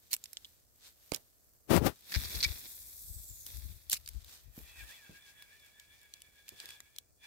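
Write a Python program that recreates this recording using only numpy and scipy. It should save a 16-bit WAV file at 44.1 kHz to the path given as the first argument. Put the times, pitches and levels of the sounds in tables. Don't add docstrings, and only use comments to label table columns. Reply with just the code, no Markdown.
import sys
import numpy as np
from scipy import signal
from scipy.fft import rfft, irfft, next_fast_len
from scipy.io import wavfile
from scipy.ndimage import uniform_filter1d, map_coordinates

SR = 44100
rng = np.random.default_rng(int(sys.argv[2]) if len(sys.argv) > 2 else 0)


def output_pcm(signal):
    pcm = np.clip(np.atleast_2d(signal).T, -1, 1) * 32767
    wavfile.write(sys.argv[1], SR, np.round(pcm).astype(np.int16))


N = 320323
TIME = np.arange(N) / SR

# frequency in Hz, gain in dB.
CREEK_SPECTRUM = [(15, -32.5), (25, -3), (79, 0.5), (183, -13.5), (666, -15), (871, -24), (1620, -24.5),
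                  (3260, -42), (4380, -23.5), (8130, -19.5), (9300, -22.5), (12500, -25.5), (15500, -18)]
# frequency in Hz, gain in dB.
PUFF_SPECTRUM = [(22, -28.5), (42, -3.5), (58, 5), (85, -3.5), (130, -17), (250, -31.5), (700, -51.5),
                 (2000, -73.5)]
# start of the hold in seconds, level in dB.
AIR_PUFFS = [(2.25, -42), (2.36, -43), (2.5, -40.5), (3.1, -42.5), (3.159, -45.5), (3.305, -49.5),
             (3.566, -47.5), (3.655, -41), (3.715, -42), (4.15, -40.5), (4.475, -47), (4.6, -52.5),
             (4.81, -48.5)]
# rise, hold and fall in seconds.
PUFF_ENVELOPE = (0.045, 0.01, 0.059)
DRAUGHT_FROM_S, DRAUGHT_FOR_S, DRAUGHT_DB = 2.2, 2.615, -63.5

# start of the hold, rise, hold and fall in seconds, rub level in dB, fizz level in dB.
SLEEVE_MOVES = [(.03, 0.063, 0.47, .3, -68.5, -71.5), (.848, 0.072, 0.026, .06, -55.5, -60),
                (1.04, 0.25, 0.092, 0.36, -68, -66), (1.92, .15, 0.23, .1, -64.5, -66),
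                (4.1, 0.32, 0.12, .1, -63.5, -67), (4.29, .1, 0.059, 0.13, -55.5, -58.5),
                (4.58, 0.066, 0.011, 0.12, -64.5, -52.5)]
# start of the hold, rise, hold and fall in seconds, buffeting level in dB, scraping level in dB.
CLOTH_DRAGS = [(1.707, .015, 0.07, 0.025, -28, -35.5), (1.825, 0.046, 0.036, .02, -36, -52.5),
               (1.866, 0.031, 0.004, 0.033, -32, -32.5)]
# frequency in Hz, gain in dB.
RUB_SPECTRUM = [(200, -4.5), (900, -6), (1700, -1.5), (2700, -2), (3700, 4), (6500, 0.5), (9000, -0.5),
                (14000, -23)]
# frequency in Hz, gain in dB.
FIZZ_SPECTRUM = [(4000, -11.5), (7500, -7), (10300, -9.5), (11800, 1.5), (13000, 1), (15500, -4)]
# frequency in Hz, gain in dB.
BUFFET_SPECTRUM = [(28, -34), (52, -3.5), (90, 0), (190, -3.5), (290, -3), (480, -6.5), (750, -17),
                   (1500, -30.5), (3000, -61)]
# frequency in Hz, gain in dB.
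SCRAPE_SPECTRUM = [(150, -9.5), (450, 8.5), (750, 11), (1300, 9.5), (2200, 3), (4000, 0), (8000, -5),
                   (15500, -1.5)]
CLOTH_DB, CLOTH_UNTIL_S = -71, 4.6

# start in seconds, level in dB, swing in Hz, 60 dB decay in seconds, shudder in dB, left-right in dB.
SOFT_BUMPS = [(1.121, -15, 450, 0.0054, -29, -16), (1.783, -22.5, 69, 0.12, -21, 38),
              (2.164, -18, 67, .1, -14, 39), (2.345, -44.5, 290, 0.034, -2, 20),
              (2.461, -27.5, 72.6, 0.076, -27, 31), (4.578, -35.5, 219, .022, -15, -0.5),
              (5.095, -39, 178, 0.017, -12.5, 1), (6.519, -61.5, 334, .03, 3.5, -1),
              (6.64, -56, 372, .025, -5, 0)]
# start in seconds, ring level in dB, contact tick level in dB.
COVER_KNOCKS = [(.37, -33.5, -39), (0.4465, -38.5, -52), (0.4518, -41, -58)]
# frequency in Hz, level in dB, 60 dB decay in seconds.
COVER_MODES = [(2950, -5.5, 0.013), (3420, 2, 0.012), (4000, -12, .012)]

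# contact in seconds, level in dB, low band in dB, top band in dB, left-right in dB, ring in Hz.
BAIL_CLICKS = [(0.1309, -25.5, -12, 2.5, -9, 6800), (.138, -25, -17.5, 3, -4, 7300),
               (.147, -33, -9.5, 8, -2, 7100), (.165, -42.5, -5, 2, -2, 7400),
               (0.2397, -40, -18, -3.5, -4, 7200), (.257, -45, -8, -6, -7, 5500),
               (0.3316, -41, -9, 4, -8, 5000), (1.119, -32, -4, -7, -17, 4700),
               (1.1363, -38, -1, 1, -7, 2850), (1.1455, -28.5, -21, -8, -23, 4200),
               (1.1612, -38, -20, 6, -8, 7300), (1.7642, -29, 3, -7, 26, 7840),
               (3.465, -39.5, -19, 1, -3, 6340), (3.57, -45, -29, 5, 5, 6200),
               (3.8979, -29, -14.5, 8, 0, 3500), (3.9168, -29.5, -17, 6, -2, 5000),
               (3.9301, -22.5, -15.5, -0.5, -10, 8700), (4.0607, -46, -20, -7, 4, 4900),
               (4.076, -41, -10, -6, -6, 4470), (4.0886, -38, -11.5, 4.5, 4, 6560),
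               (4.2454, -49.5, -19, 6, 4, 4000)]
# start and length in seconds, level in dB, low band in dB, top band in dB, left-right in dB.
BAIL_RASPS = [(0.106, 0.025, -41.5, -11.5, 2.5, -2), (0.128, 0.015, -31.5, -10, -1.5, -1),
              (1.117, 0.053, -51.5, -5, -8, -2), (3.904, 0.04, -34, -19, -2, -0.5),
              (3.922, .017, -29.5, -6.5, 4.5, 5), (3.935, 0.039, -43.5, -7.5, 0.5, 0)]
# frequency in Hz, gain in dB.
CONTACT_SPECTRUM = [(100, -14), (900, -14.5), (1500, -10), (2200, -1.5), (3300, -2), (5300, 1), (6300, -3),
                    (7400, 0), (9500, -3.5), (12500, 0), (15500, -5.5)]
LOW_HZ, HIGH_HZ = 2800, 9000

# start and length in seconds, level in dB, low band in dB.
COIL_SLAPS = [(2.12, .009, -38.5, -3), (2.141, .021, -31.5, -1.5), (2.245, .014, -43, -26),
              (2.349, .009, -37, -25), (2.404, .009, -33.5, -16.5), (2.4289, .02, -25, -14)]
# frequency in Hz, level in dB, 60 dB decay in seconds.
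ROD_TWANG = [(1910, -12, .045), (2290, 1, .035), (2440, -9, .035), (3640, -15, .035), (4480, -12, .03)]
# frequency in Hz, gain in dB.
ROD_SPECTRUM = [(100, -17.5), (1200, -8.5), (1700, 7.5), (2350, 7.5), (3000, -2.5), (3600, 3.5), (4500, 13),
                (5650, 4.5), (6400, -1.5), (10000, -13), (15500, -13)]
COIL_GAP_S, COIL_LEAN_DB = .0056, 3

# start in seconds, level in dB, low band in dB, top band in dB.
CLEAR_TICKS = [(5.4232, -49, -1, 4), (5.7978, -49, -25, -4.5), (6.138, -43, -24, -5),
               (6.2192, -48, -15.5, -1), (6.4816, -47, -3, 0), (6.4907, -41, -10, 1.5),
               (6.601, -41.5, -18.5, -9), (6.6566, -44, -8, -3), (6.6896, -45.5, -2, -6),
               (6.7053, -46, -1, -1), (6.8036, -45.5, -2, -7), (6.9623, -49, -13.5, -4),
               (6.9848, -37.5, -18.5, -0.5)]
TICK_RING_HZ = 4100
FAINT_FROM_S, FAINT_TO_S, FAINT_DB = 3.7, 6.8, -60.5

# start of the hold, rise, hold and fall in seconds, hiss level in dB, flutter level in dB.
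LINE_SURGES = [(2.125, 0.081, 0.31, 0.38, -50, -46), (3.463, .01, .02, 0.5, -55.5, -57.5)]
# frequency in Hz, gain in dB.
HISS_SPECTRUM = [(500, -15.5), (2900, -34.5), (3500, -9), (6000, -3.5), (8600, 0), (9200, -2.5),
                 (11500, 1.5), (12400, 6), (13100, 3), (15500, 1.5)]
# frequency in Hz, gain in dB.
FLUTTER_SPECTRUM = [(200, -1), (600, -8), (1300, -9), (1700, -4), (2350, -0.5), (2650, -4.5), (3050, -12.5),
                    (3400, 4), (4600, 0), (5200, -2), (5700, -0.5), (6100, -7.5), (9000, -16.5),
                    (15000, -30)]
RELEASE_S, REST_S, BRAKING = 2.12, 3.9, 4.4
HISS_DB, HISS_GROWS, FLUTTER_DB = -53.5, 1.3, -70.5
SING_HZ, SING_DB, SING_S = 8850, -58.5, 3.08

# time in seconds, mean tooth rate in Hz.
TOOTH_RATE = [(4.785, 640), (4.825, 530), (4.865, 600), (4.9, 535), (4.945, 665), (5.05, 540), (5.3, 565)]
# centre in Hz, width in Hz, level in dB.
BODY_MODES = [(810, 200, -15), (965, 150, -20.5), (1615, 69, -4), (1900, 170, -8.5), (2390, 46, 0.5),
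              (2620, 67, -6), (3408, 95, 0), (4400, 2660, -10.5)]
# start of the hold, rise, hold and fall in seconds, gear level in dB, line hiss level in dB.
CRANK_PULLS = [(4.83, 0.27, 0.079, .16, -60.5, -59.5), (6.61, 0.24, 0.1, .24, -61.5, -64),
               (7.243, 0.047, .02, .1, -59.5, -74.5)]
# frequency in Hz, gain in dB.
WINDING_SPECTRUM = [(250, -1), (1000, 0.5), (3000, -1), (5500, -5.5), (8000, 2), (10000, -2), (12000, 2),
                    (15500, 0.5)]
WIND_FROM_S, WIND_TO_S = 4.7, 6.98
GEAR_DB, WET_LINE_DB, EASE_DB_PER_S = -64, -65, 6

TOP_HZ = 15650


def amp(db):
    return 10 ** (np.asarray(db) / 20)


def unit(x):
    return x / np.sqrt(np.mean(x ** 2, axis=-1, keepdims=True) + 1e-30)


def shape(points):
    f, db = np.transpose(points)
    return lambda hz: amp(np.interp(np.log(hz + 1), np.log(f), db))


def wobble(rate):
    return map_coordinates(rng.standard_normal(int(N * rate / SR) + 4), [TIME * rate])


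def filtered(x, response):
    n = x.shape[-1]
    m = next_fast_len(n + 4096)
    return irfft(rfft(x, m) * response(np.fft.rfftfreq(m, 1 / SR)), m)[..., :n]


def pan(lean_db):
    return unit(amp(np.array([lean_db, -lean_db]) / 2))[:, None]


def swell(s, rise_s, hold_s, fall_s):
    before = np.maximum(s - TIME, 0)
    after = np.maximum(TIME - s - hold_s, 0)
    return 10 ** -(before / rise_s + after / fall_s)


def strokes(rows):
    return np.sqrt(sum((amp(row[4:])[:, None] * swell(*row[:4])) ** 2 for row in rows))


def add(track, s, sound):
    part = track[:, max(round(s * SR), 0):][:, :sound.shape[1]]
    part += sound[:, :part.shape[1]]


def resonance(hz, centre_hz, width_hz):
    return 1j * hz * width_hz / (centre_hz ** 2 - hz ** 2 + 1j * hz * width_hz)


def ringing(modes, t):
    return sum(amp(db - 60 * t / t60) * np.sin(2 * np.pi * (hz * t + rng.random((2, 1)))) for hz, db, t60 in modes)


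def friction(response, grain_db, grain_rate=900):
    grain = amp(grain_db * wobble(grain_rate))
    return unit(filtered(rng.standard_normal((2, N)) * grain, response))


def strike(envelope, body, low_db, top_db, length, ring_hz=4500, ring_db=0, ripple_db=3):
    hz = np.fft.rfftfreq(len(envelope), 1 / SR)
    ripple = map_coordinates(rng.standard_normal(64), [hz / 550], mode="nearest")
    ring = ring_db * abs(resonance(hz, ring_hz, width_hz=800))
    colour = shape(body)(hz) * amp(ripple_db * ripple + ring)
    band = np.digitize(hz, [LOW_HZ, HIGH_HZ])
    weight = amp([low_db, 0, top_db]) / np.sqrt(np.bincount(band, colour ** 2))
    colour = colour * np.exp(uniform_filter1d(np.log(weight[band]), size=100))
    cepstrum = irfft(np.log(colour))
    fold = 1 + np.sign(len(hz) - 1 - np.arange(len(cepstrum)))
    causal = np.exp(rfft(cepstrum * fold))
    noise = envelope * rng.standard_normal((2, len(envelope)))
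    burst = irfft(rfft(noise) * causal)
    return unit(burst) * np.sqrt(length * SR / len(envelope))


def blow(t, t60, tail_db, tail_t60):
    rise = 1 - np.exp(-t / .0003)
    return rise * (amp(-60 * t / t60) + amp(tail_db - 60 * t / tail_t60))


def tick(low_db, top_db):
    contact = blow(TIME[:4096], t60=.008, tail_db=-27, tail_t60=.06)
    return strike(contact, CONTACT_SPECTRUM, low_db, top_db, length=.004, ring_hz=TICK_RING_HZ, ring_db=4)


def air():
    push = strokes([(s, *PUFF_ENVELOPE, db) for s, db in AIR_PUFFS])[0]
    draught = amp(DRAUGHT_DB + 4 * wobble(5.9)) * swell(DRAUGHT_FROM_S, .1, DRAUGHT_FOR_S, 0.17)
    puffs = (push + draught) * pan(26) * friction(shape(PUFF_SPECTRUM), grain_db=5)
    creek = amp(-68.0) * friction(shape(CREEK_SPECTRUM), grain_db=2.5)
    return puffs + creek


def sleeve(port_top=0.48):
    rub, fizz = strokes(SLEEVE_MOVES)
    fizz = np.hypot(fizz, amp(CLOTH_DB) * swell(0, .1, CLOTH_UNTIL_S, .2))
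    rubbing = amp(-1.0) * rub * friction(shape(RUB_SPECTRUM), grain_db=2.5)
    fizzing = amp(1.0) * fizz * amp(1.9 * wobble(22)) * friction(shape(FIZZ_SPECTRUM), grain_db=3.5)
    buffet, scrape = strokes(CLOTH_DRAGS)
    buffeting = buffet * friction(shape(BUFFET_SPECTRUM), grain_db=4.5)
    scraping = scrape * friction(shape(SCRAPE_SPECTRUM), grain_db=1.0)
    port = amp(5.5) * pan(34) * (buffeting + scraping)
    return rubbing + fizzing + port_top * np.tanh(port / port_top)


def bumps():
    out, t = np.zeros((2, N)), TIME[:8192]
    for s, db, hz, t60, shudder_db, lean_db in SOFT_BUMPS:
        swing = np.sin(2 * np.pi * hz * t) * amp(-60 * t / t60)
        shudder = unit(filtered(rng.standard_normal((2, len(t))), lambda f: 1 / (1 + (f / (2 * hz)) ** 3)))
        shudder *= amp(shudder_db - 60 * t / 0.18) * (1 - np.exp(-t / .003))
        add(out, s, amp(db) * pan(lean_db) * (swing + shudder))
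    return out


def knocks():
    out, t = np.zeros((2, N)), TIME[:4096]
    onset = 1 - np.exp(-t / 0.00027)
    for s, db, tick_db in COVER_KNOCKS:
        add(out, s, amp(tick_db) * tick(low_db=-14, top_db=-16))
        add(out, s, amp(db) * pan(-4.5) * ringing(COVER_MODES, t) * onset)
    return out


def bail():
    out, t = np.zeros((2, N)), TIME[:4096]
    lead_in_s = .003
    lead_in = amp(-24) * np.minimum(t / lead_in_s, 1) * (t < lead_in_s)
    contact = lead_in + blow(np.maximum(t - lead_in_s, 0), t60=.008, tail_db=-27, tail_t60=.06)
    for s, db, low_db, top_db, lean_db, ring_hz in BAIL_CLICKS:
        click = strike(contact, CONTACT_SPECTRUM, low_db, top_db, length=.004, ring_hz=ring_hz, ring_db=9)
        add(out, s - lead_in_s, amp(db) * pan(lean_db) * click)
    for s, length, db, low_db, top_db, lean_db in BAIL_RASPS:
        slips = amp(1.9 * map_coordinates(rng.standard_normal(200), [t * 1100]))
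        stroke = np.minimum(t / (.3 * length), 1) * amp(-60 * np.maximum(t - length, 0) / .028)
        rasp = strike(slips * stroke, CONTACT_SPECTRUM, low_db, top_db, length, ripple_db=2.5)
        add(out, s, amp(db - 1.5) * pan(lean_db) * rasp)
    return out


def slaps(twang_s=2.4455, twang_db=-14, top_db=-14):
    out, t = np.zeros((2, N)), TIME[:4096]
    whip = blow(t, t60=.016, tail_db=-20, tail_t60=.05)
    for s, length, db, low_db in COIL_SLAPS:
        for k, (late, lean) in enumerate(rng.uniform(-1, 1, size=(5, 2))):
            slap = strike(whip, ROD_SPECTRUM, low_db, top_db, length=.004, ripple_db=2)
            if k * COIL_GAP_S < length:
                add(out, s + (k + .2 * late) * COIL_GAP_S, amp(db) * pan(COIL_LEAN_DB * lean) * slap)
    onset = 1 - np.exp(-(t / .004) ** 2)
    add(out, twang_s, amp(twang_db) * pan(4.4) * ringing(ROD_TWANG, t) * onset)
    return out


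def ticks(count=16):
    out = np.zeros((2, N))
    faint = [(FAINT_FROM_S + u * (FAINT_TO_S - FAINT_FROM_S), FAINT_DB, -8, 2) for u in rng.random(count)]
    for s, db, low_db, top_db in [*CLEAR_TICKS, *faint]:
        add(out, s, amp(db) * tick(low_db, top_db))
    return out


def line_out():
    speed = 1 - np.clip((TIME - RELEASE_S) / (REST_S - RELEASE_S), 0, 1) ** BRAKING
    flying = swell(RELEASE_S, 0.027, REST_S - RELEASE_S, .05)
    surge_hiss, surge_flutter = strokes(LINE_SURGES)
    hiss = np.hypot(amp(HISS_DB) * flying * speed ** HISS_GROWS, surge_hiss)
    flutter = np.hypot(amp(FLUTTER_DB) * flying, surge_flutter)
    hissing = friction(shape(HISS_SPECTRUM), grain_db=1.7, grain_rate=700)
    rush = amp(5.5) * hiss * amp(1.1 * wobble(42)) * pan(1.6) * hissing
    rattling = friction(shape(FLUTTER_SPECTRUM), grain_db=3.7, grain_rate=800)
    rattle = flutter * amp(1.5 * wobble(60)) * rattling
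    phase = 2 * np.pi * np.cumsum(SING_HZ * speed) / SR
    blur = lambda: friction(lambda f: 1 / (1 + (f / 400) ** 2), grain_db=2)
    tone = blur() * np.cos(phase) + blur() * np.sin(phase)
    singing = amp(SING_DB + 3 * wobble(25)) * swell(SING_S, .3, 0.14, 2.4) * np.clip(2 * speed - .5, 0, 1)
    return rush + rattle + pan(-2.5) * singing * tone


def reel_in(rotor_hz=8.3, spool_hz=2275, spool_db=-69):
    elapsed = np.maximum(TIME - WIND_FROM_S, 0)
    winding = swell(WIND_FROM_S, 0.21, WIND_TO_S - WIND_FROM_S, 0.15) * amp(-EASE_DB_PER_S * elapsed)
    gear, hiss = np.hypot(amp([[GEAR_DB], [WET_LINE_DB]]) * winding, strokes(CRANK_PULLS))
    unevenness = 1 + .025 * wobble(14) + .03 * wobble(450)
    mesh = np.cumsum(np.interp(TIME, *np.transpose(TOOTH_RATE)) * unevenness) / SR
    teeth = sum(amp(4 * wobble(20)) * np.sin(2 * np.pi * (k * mesh + rng.random((2, 1)))) for k in range(1, 7))
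    body = lambda f: sum((-1) ** k * amp(db) * resonance(f, hz, width)
                         for k, (hz, width, db) in enumerate(BODY_MODES))
    rubbing = 0
    for hz, width, db in BODY_MODES:
        mode_noise = friction(lambda f: resonance(f, hz, width), grain_db=3.0)
        rubbing = rubbing + amp(db) * np.sqrt(width) * amp(2.7 * wobble(19)) * mode_noise
    whirr = .65 * unit(filtered(teeth, body)) + unit(rubbing)
    catch = amp(3.5 * wobble(22)) * swell(WIND_FROM_S + .1, .06, .25, 3)
    whine = np.sin(2 * np.pi * (3 * mesh + .08 * wobble(260) + rng.random((2, 1))))
    whirr = whirr + amp(-4) * catch * whine
    turning = swell(WIND_FROM_S + .1, .15, WIND_TO_S - WIND_FROM_S - .1, .1) * amp(2 * wobble(16) - 3 * elapsed)
    spool_ring = friction(lambda f: resonance(f, spool_hz, width_hz=90) ** 2, grain_db=1.5)
    spool = amp(spool_db) * turning * spool_ring
    turns = rotor_hz * elapsed + .12 * wobble(3)
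    throb = amp(2.4 * np.cos(2 * np.pi * turns) + 1.3 * wobble(30))
    wet_line = amp(3.5) * hiss * np.sqrt(throb) * friction(shape(WINDING_SPECTRUM), grain_db=2.5)
    return throb * (amp(3.0) * gear * whirr + spool) + wet_line


def scene():
    background = air() + sleeve()
    contacts = bumps() + knocks() + bail() + slaps() + ticks()
    return background + contacts + line_out() + reel_in()


def record(dry, low_cut_hz=36):
    dry = signal.sosfilt(signal.butter(2, low_cut_hz, "highpass", fs=SR, output="sos"), dry)
    return filtered(dry, lambda hz: 1 / np.sqrt(1 + (hz / TOP_HZ) ** 200))


dry = scene()
out = record(dry)
output_pcm(out)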